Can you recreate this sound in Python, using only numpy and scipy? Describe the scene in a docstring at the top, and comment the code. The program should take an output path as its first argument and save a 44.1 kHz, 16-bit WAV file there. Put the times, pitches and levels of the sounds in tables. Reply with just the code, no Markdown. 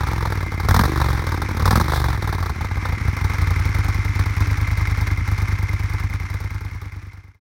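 """Motorcycle blips and idle

A big V-twin engine runs down, gets two blips of the throttle, runs down again and idles lumpily until it fades.
Each exhaust stroke puffs from the outlet and rings the silencer; bursts of noise make the gas bark and hiss. A
growl pulse rings the airbox just before each beat, noise makes the intake air rasp, and valves tick over a
whirr of chains and gears."""
import sys
import numpy as np
from scipy import signal
from scipy.fft import rfft, irfft
from scipy.io import wavfile
from scipy.ndimage import uniform_filter1d

SR = 44100
rng = np.random.default_rng(int(sys.argv[2]) if len(sys.argv) > 2 else 0)


def bounce(signal):
    """Save signal as a 16-bit WAV file at the path given by the first command-line argument."""
    frames = np.transpose(np.atleast_2d(signal))
    limited = np.clip(frames, -1, 1)
    pcm = np.round(limited * 32767).astype(np.int16)
    wavfile.write(sys.argv[1], SR, pcm)


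def gain_from_db(level_db):
    """Turn a decibel level (scalar or array-like) into a linear amplitude factor."""
    decades = np.asarray(level_db, float) / 20
    return 10 ** decades


N = 328545
TIME = np.arange(N) / SR  # seconds
SECOND_SHARE = .385  # the second cylinder follows the first after this share of a cycle

# Engine speed: two blips with their run-downs, then an idle that hunts a little.
# Each row: time in seconds, speed in rpm.
ENGINE_SPEED = [(0.15, 2565), (0.23, 2617), (0.42, 2137), (0.71, 2094), (0.87, 3031), (1.14, 2695),
                (1.36, 2205), (1.58, 2018), (1.9, 3138), (2.39, 2105), (2.86, 1649), (3.14, 1466),
                (4.02, 1158), (4.32, 1117), (4.75, 1218), (5.52, 1152), (5.64, 1142), (5.96, 1194),
                (6.63, 1164), (7.1, 1127)]


def curve(table):
    """Draws each column of a table smoothly over time; the first column is in seconds."""
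    s, *columns = np.transpose(table)
    return [np.interp(TIME, s, c) for c in columns]


def noise(colour, lo_hz, hi_hz):
    """Noise of a given colour, falling steeply under its first point; rms 1 between lo and hi."""
    hz, db = np.transpose(colour)
    f = np.arange(N // 2 + 1) * SR / N + 1  # 1 Hz up, so that the logarithm exists
    under = np.minimum(f / hz[0], 1) ** 3
    colour_gain = gain_from_db(np.interp(np.log(f), np.log(hz), db))
    spectrum = rfft(rng.standard_normal(N)) * under * colour_gain
    band = (f > lo_hz) & (f < hi_hz)
    return irfft(spectrum, N) * N / np.sqrt(2 * np.sum(np.abs(spectrum[band]) ** 2))


def clicks(s, gain):
    """One impulse, a single sample long, at each time in seconds."""
    out = np.zeros(N)
    at = np.round(s * SR).astype(int)
    inside = (at >= 0) & (at < N)
    np.add.at(out, at[inside], gain[inside])
    return out


def ring(x, modes):
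    """Strikes a body with x: each mode is a sine that dies away at its own pace."""
    t = TIME[:SR // 3]
    # t60 is the time to fall by 60 dB, a factor of 1000
    body = sum(g * np.sin(2 * np.pi * hz * t) * 1000. ** (-t / t60) for hz, g, t60 in modes)
    return signal.fftconvolve(x, body)[:N]


def walk(rate):
    """Random levels, a new one rate times a second, joined by straight slopes; spread near 1."""
    k = int(SR / rate)
    held = np.repeat(rng.standard_normal(N // k + 1), k)
    return 0.82 * uniform_filter1d(held, k)[:N]


def cycles():
    """Start and length in seconds of every engine cycle, which is two turns of the crank."""
    first_beat = .57  # share of a cycle that passes before the first beat
    rpm = curve(ENGINE_SPEED)[0]
    turned = np.cumsum(rpm) / (120 * SR) - first_beat  # cycles done so far
    start = np.interp(np.arange(int(turned[-1]) + 1), turned, TIME)
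    length = np.append(np.diff(start), start[-1] - start[-2])
    return start, length


def valve_gear(start, length):
    """Valves seat near fixed crank angles and ring the covers; chains and gears whirr between."""
    # Ringing of the covers. Each row: pitch in Hz, strength, time to fall 60 dB in seconds.
    covers = [(2090, 0.8, 0.058), (2163, 0.73, 0.02), (2340, 0.5, 0.022), (2430, 0.58, 0.03),
              (1620, 1, 0.058), (1180, 0.4, 0.022)]
    # Valves seating within a cycle. Each row: share of the cycle, level in dB against each other.
    valves = [(0.206, -1.5), (0.444, -4.5), (0.594, -4.5), (0.821, -7.5), (0.904, -0.5)]
    # Loudness over time, before small trims. Each row: time in seconds, ticks in dB, whirr in dB.
    gear = [(0, -53, -48), (.6, -40, -52), (.9, -45, -48), (1.8, -44.5, -49.5), (2.5, -45, -52),
            (2.9, -37.5, -48), (3.5, -36.5, -46.5), (5.2, -36, -48)]
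    # Colour of the whirr. Each row: frequency in Hz, level in dB for each Hz of width.
    whirr_colour = [(290, 20), (430, 2), (650, 0.5), (1100, 14.5), (1900, 13.5), (2300, 15), (2800, 0),
                    (3900, -0.5), (5000, -2), (5500, 2.5), (7800, -12), (11000, -13), (16000, -25.5)]
    tick_db, whirr_db = curve(gear)
    share, db = np.transpose(valves)
    chance = rng.standard_normal((len(start), len(valves), 2))
    s = start[:, None] + length[:, None] * (share + .005 * chance[..., 0])
    blows = clicks(s.ravel(), gain_from_db(db + 2.64 * chance[..., 1]).ravel())
    # a seating is a soft 5 ms push at the covers' pitch with a little rattle on it
    t = TIME[:SR // 200]
    push = np.sin(np.pi * t / t[-1]) ** 2
    soft = signal.fftconvolve(blows, push * np.sin(2 * np.pi * 2150 * t))[:N]
    rattle = 0.71 * signal.fftconvolve(blows, push)[:N] * rng.standard_normal(N)
    ticks = ring(soft + rattle, covers)
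    ticks = ticks / np.std(ticks) * gain_from_db(tick_db + 1)
    # the whirr flutters slowly and quickly
    whirr_gain = gain_from_db(whirr_db + 0.73 * walk(60) + 4.0 * walk(250) + 0.84)
    return ticks + whirr_gain * noise(whirr_colour, 2810, 7560)


def intake(start, length):
    """A growl pulse rings the airbox just before each beat; past the closing throttle the air rasps."""
    # Growl of the airbox, low mode then high. Each row: pitch in Hz, strength,
    # time to fall 60 dB in seconds.
    airbox = [(215.4, 1, 0.048), (316, 0.92, 0.033)]
    # Loudness over time. Each row: time in seconds, low mode in dB, high mode in dB, rasp in dB.
    intake_levels = [(.6, -28.5, -26.5, -62), (.8, -8.5, -28, -66), (.9, -37, -12.5, -51),
                     (1.1, -29, -29, -48), (1.4, -32, -20, -74), (1.6, -21.5, -30, -76),
                     (1.78, -10.5, -18, -71), (1.95, -41.5, -27, -36.5), (2.15, -31, -23.5, -54),
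                     (2.6, -27.5, -30.5, -79), (3.2, -26, -44.5, -74)]
    # Colour of the rasp. Each row: frequency in Hz, level in dB for each Hz of width.
    rasp_colour = [(2600, -34), (3500, -0.5), (5800, -14.5), (6800, -17.5)]
    low_db, high_db, rasp_db = curve(intake_levels)
    # a pulse strikes the airbox .93 of a cycle after each cylinder's beat
    s = np.r_[start + .93 * length, start + (.93 + SECOND_SHARE) * length]
    pulses = clicks(s, gain_from_db(1.65 * rng.standard_normal(len(s))))
    low = gain_from_db(low_db) * ring(pulses, airbox[:1])
    high = gain_from_db(high_db) * ring(pulses, airbox[1:])
    rasp = gain_from_db(rasp_db + 5.2 * walk(220)) * noise(rasp_colour, 3000, 6500)
    return low + high + rasp


def beats(start, length):
    """Sets both cylinders' beat times, cycle lengths and puff, ring, hiss and bark levels from speed and throttle."""
    # Throttle shut: levels follow speed. 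Each row: speed in rpm, then outlet puff,
    # silencer ring, gas hiss and gas bark in dB.
    shut_levels = [(1174, -18, -15.5, -45, -33.5), (1335, -14, -16, -45, -30.5),
                   (1561, -14.5, -28.5, -51, -35.5), (1620, -23, -25, -56, -33.5),
                   (2020, -23, -28, -49.5, -29.5), (2587, -18, -34.5, -47.5, -25.5),
                   (2750, -13, -42, -42.5, -20.5), (3100, -16, -56.5, -43, -19.5)]
    # Throttle open: puff, ring, hiss and bark in dB.
    open_db = [-8.5, -19, -34, -15.5]
    # Just after the throttle snaps shut: change of puff, ring, hiss and bark in dB.
    lull_db = [-3.5, -20, -6, -6.5]
    # Blips. Each row: opening, shutting and end of the lull in seconds,
    # strength in dB, change of the puff by the end in dB.
    blips = [(0.672, 0.86, .95, -1, -3.5), (1.65, 1.83, 1.875, -1.5, -4.5)]
    # Weak beats, mostly charges that hardly burn. Each row: time in seconds,
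    # change of puff and ring in dB, change of hiss and bark in dB.
    weak = [(.487, -5, -34), (1.225, 1, -1.5), (1.246, -7, -2), (1.4, -3, -33), (1.455, -1, -5),
            (2.191, -2, -20), (2.298, 2, 1), (2.517, -2, -28), (2.59, -5, -13), (2.696, -4, -11),
            (2.98, -10, -20), (3.135, -4, -4), (3.699, -3.5, -5), (3.993, -1.5, -9), (4.096, -2, -7),
            (4.307, -4, -6), (5.219, -3.5, -22), (6.243, -4, -6), (6.757, -1, -1)]
    # Beats that mostly come hard, most with a crack in the pipe; columns as for the weak ones.
    cracks = [(.013, 3.5, 2.5), (0.04, 2, 3.5), (0.076, 0, 4.5), (.329, -1, 6.5), (.606, 0, 7.5),
              (0.655, 4, 4), (.693, 1.5, 3), (.715, 1.5, 2.5), (.749, 0, 4.5), (0.798, 2, 5),
              (0.842, 2, 0.5), (1.021, 2, 6), (1.274, 5, 7), (1.326, 5.5, 6.5), (1.425, 5, 8.5),
              (1.576, 0, 7.5), (1.603, 6.5, 6), (1.629, 7, 7), (1.662, -0.5, 4), (1.683, -0.5, 2),
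              (1.714, -3, 5), (1.762, 4, 6), (1.805, -1, -0.5), (1.817, 0.5, -0.5), (2.229, 0, 4.5),
              (2.28, 2, 5.5), (2.333, 0, 6.5), (2.433, 4.5, 5), (2.466, -3, 7), (2.502, 5.5, 5),
              (2.616, 6.5, 5.5), (2.653, -1.5, 6), (2.719, 0.5, 0), (2.778, 2, 3), (2.861, -4, 11),
              (2.895, 6, 6), (2.932, 1.5, 7.5), (3.017, -3.5, 1), (3.087, 1.5, 4), (3.175, -5, 3.5),
              (3.252, 2.5, 6), (3.344, -4.5, 2.5), (3.425, 2, 3), (4.202, 2, 5), (4.414, 2.5, 5),
              (4.782, 1, 2.5), (5.08, -1.5, 1)]
    # Spread from beat to beat, first row at idle, second above lean_rpm.
    # Each row: puff, ring and gas in dB.
    scatter_db = [(.8, .6, 1.5), (.7, 1.5, 2.2)]
    # The second cylinder's extra; rows and columns as for the spread.
    second_db = [(-1.5, 4.5, 0), (2.5, 8, -1.5)]
    lean_rpm = 1492  # above this the shut throttle starves the charges
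    ring_sag = 3.9  # through a blip the ring sinks this many times faster than the puff
    catch_s, catch_db = .05, 1.5  # charges burn harder this long before the gas roars; ring gain

    s = np.ravel(np.c_[start, start + SECOND_SHARE * length])  # the cylinders take turns
    long = np.repeat(length, 2)
    rpm = np.interp(s, *np.transpose(ENGINE_SPEED))
    lean = 1 * (rpm > lean_rpm)  # picks the row for this speed
    speeds, *levels = np.transpose(shut_levels)
    db = np.array([np.interp(rpm, speeds, c) for c in levels]).T
    for opens, shuts, lull_ends, blip_db, sag_db in blips:
        wide = (s > opens) & (s < shuts)
        sag = sag_db * (s[wide] - opens) / (shuts - opens)
        db[wide] = np.add(open_db, blip_db) + np.outer(sag, [1, ring_sag, 0, 0])
        db[(s >= shuts) & (s < lull_ends)] += lull_db
        db[(s > opens - catch_s) & (s <= opens), 1] += catch_db
    change = rng.standard_normal((len(s), 3)) * np.array(scatter_db)[lean]
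    # the nearest beat moves to each listed time and takes the listed change
    for when, thump_db, gas_db in weak + cracks:
        k = np.argmin(np.abs(s - when))
        s[k] = when
        change[k] = [thump_db, thump_db, gas_db]
    change[1::2] += np.array(second_db)[lean[1::2]]
    puff, boom, hiss, bark = (db + change[:, [0, 1, 2, 2]]).T  # hiss and bark share the gas change
    return s, long, puff, boom, hiss, bark


def gust(s, db, slow, rise, fall, echo_s, echo_db):
    """Outlet flow swells and dies, longer at low speed; the wave returning down the pipe pushes again."""
    size = SR // 10
    flow = np.zeros(N + 3 * size)  # spare room at both ends
    for when, gain, k in zip(s, gain_from_db(db), slow):
        t = TIME[:size]
        shape = gain * (1 - np.exp(-t / (rise * k))) * np.exp(-t / (fall * k))
        for lag, share in ((0, 1), (echo_s, gain_from_db(echo_db))):
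            at = size + int((when + lag) * SR)
            flow[at:at + size] += share * shape
    return flow[size:size + N]


def exhaust(s, length, puff, boom, hiss, bark):
    """Puff and ring carry the thump; turbulent gas rides on the front of each beat."""
    # Puff at the outlet. Each row: pitch in Hz, strength (a minus starts the swing
    # the other way), time to fall 60 dB in seconds.
    outlet = [(58.4, -1.26, .08), (96.1, 2.1, .04), (160.8, -.43, .07), (345.5, -.084, .079)]
    # Ringing of the silencer; columns as for the outlet.
    silencer = [(50.3, -.3, .3), (90.3, 1.1, .145), (107.8, -.64, .233), (146.2, -.094, .233),
                (254.3, .09, .065), (291.0, .13, .09)]
    # Colours of the gas. Each row: frequency in Hz, level in dB for each Hz of width.
    bark_colour = [(450, -4), (650, -12), (836, -1.5), (1350, -3.5), (1480, -10), (1620, -4), (2380, -22.5),
                   (2700, -37), (3760, -17), (5520, -27.5), (7000, -37.5)]
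    hiss_colour = [(2600, -14.5), (3760, 0.5), (5520, 4.5), (7680, -9.5), (8740, -2), (10500, -6.5),
                   (13800, -2.5), (16000, -4)]
    # both start a few milliseconds ahead of the beat's time
    puffs = ring(clicks(s - .0067, gain_from_db(puff)), outlet)
    booms = ring(clicks(s - .0081, gain_from_db(boom)), silencer)
    slow = length / .05  # 1 for a cycle of 50 ms, more at lower speed
    # the valve opens ahead of the beat, and longer ahead at low speed
    opens = s - 0.00715 * slow ** 0.56
    hiss_flow = gust(opens, hiss + 4.8, slow ** 0.18, 0.0011, 0.008, 0.024, -21)
    bark_flow = gust(opens, bark + 3.25, slow ** 1.17, 0.0013, 0.0069, 0.023, -22.5)
    # random flutter roughens both flows
    hisses = hiss_flow * gain_from_db(1.64 * walk(700)) * noise(hiss_colour, 5550, 12500)
    barks = bark_flow * gain_from_db(1.1 * walk(300)) * noise(bark_colour, 803, 2200)
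    return puffs + booms + hisses + barks


def scene():
    """Adds valve gear, intake and exhaust, all driven by the same engine cycles, in one channel."""
    start, length = cycles()
    bike = valve_gear(start, length) + intake(start, length)
    bike = bike + exhaust(*beats(start, length))
    return bike[None]


def roll_off(x):
    """The treble ends steeply here."""
    return signal.sosfilt(signal.butter(12, 16990, fs=SR, output="sos"), x)


def record(dry):
    """A phone flattens the loudest peaks and cuts the top; the sound is faded out."""
    # The gain runs down evenly from the first time to the second, both in seconds.
    fade_s = (5.405, 7.396)
    flattened = dry / (1 + (np.abs(dry) / .52) ** 5) ** (1 / 5)  # never passes .52
    top_cut = signal.ellip(8, .2, 45, 15900, fs=SR, output="sos")  # steep low-pass, 15900 Hz
    finished = signal.sosfilt(top_cut, flattened) * np.interp(TIME, fade_s, [1, 0])
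    return roll_off(finished)


dry = scene()
out = record(dry)
bounce(out)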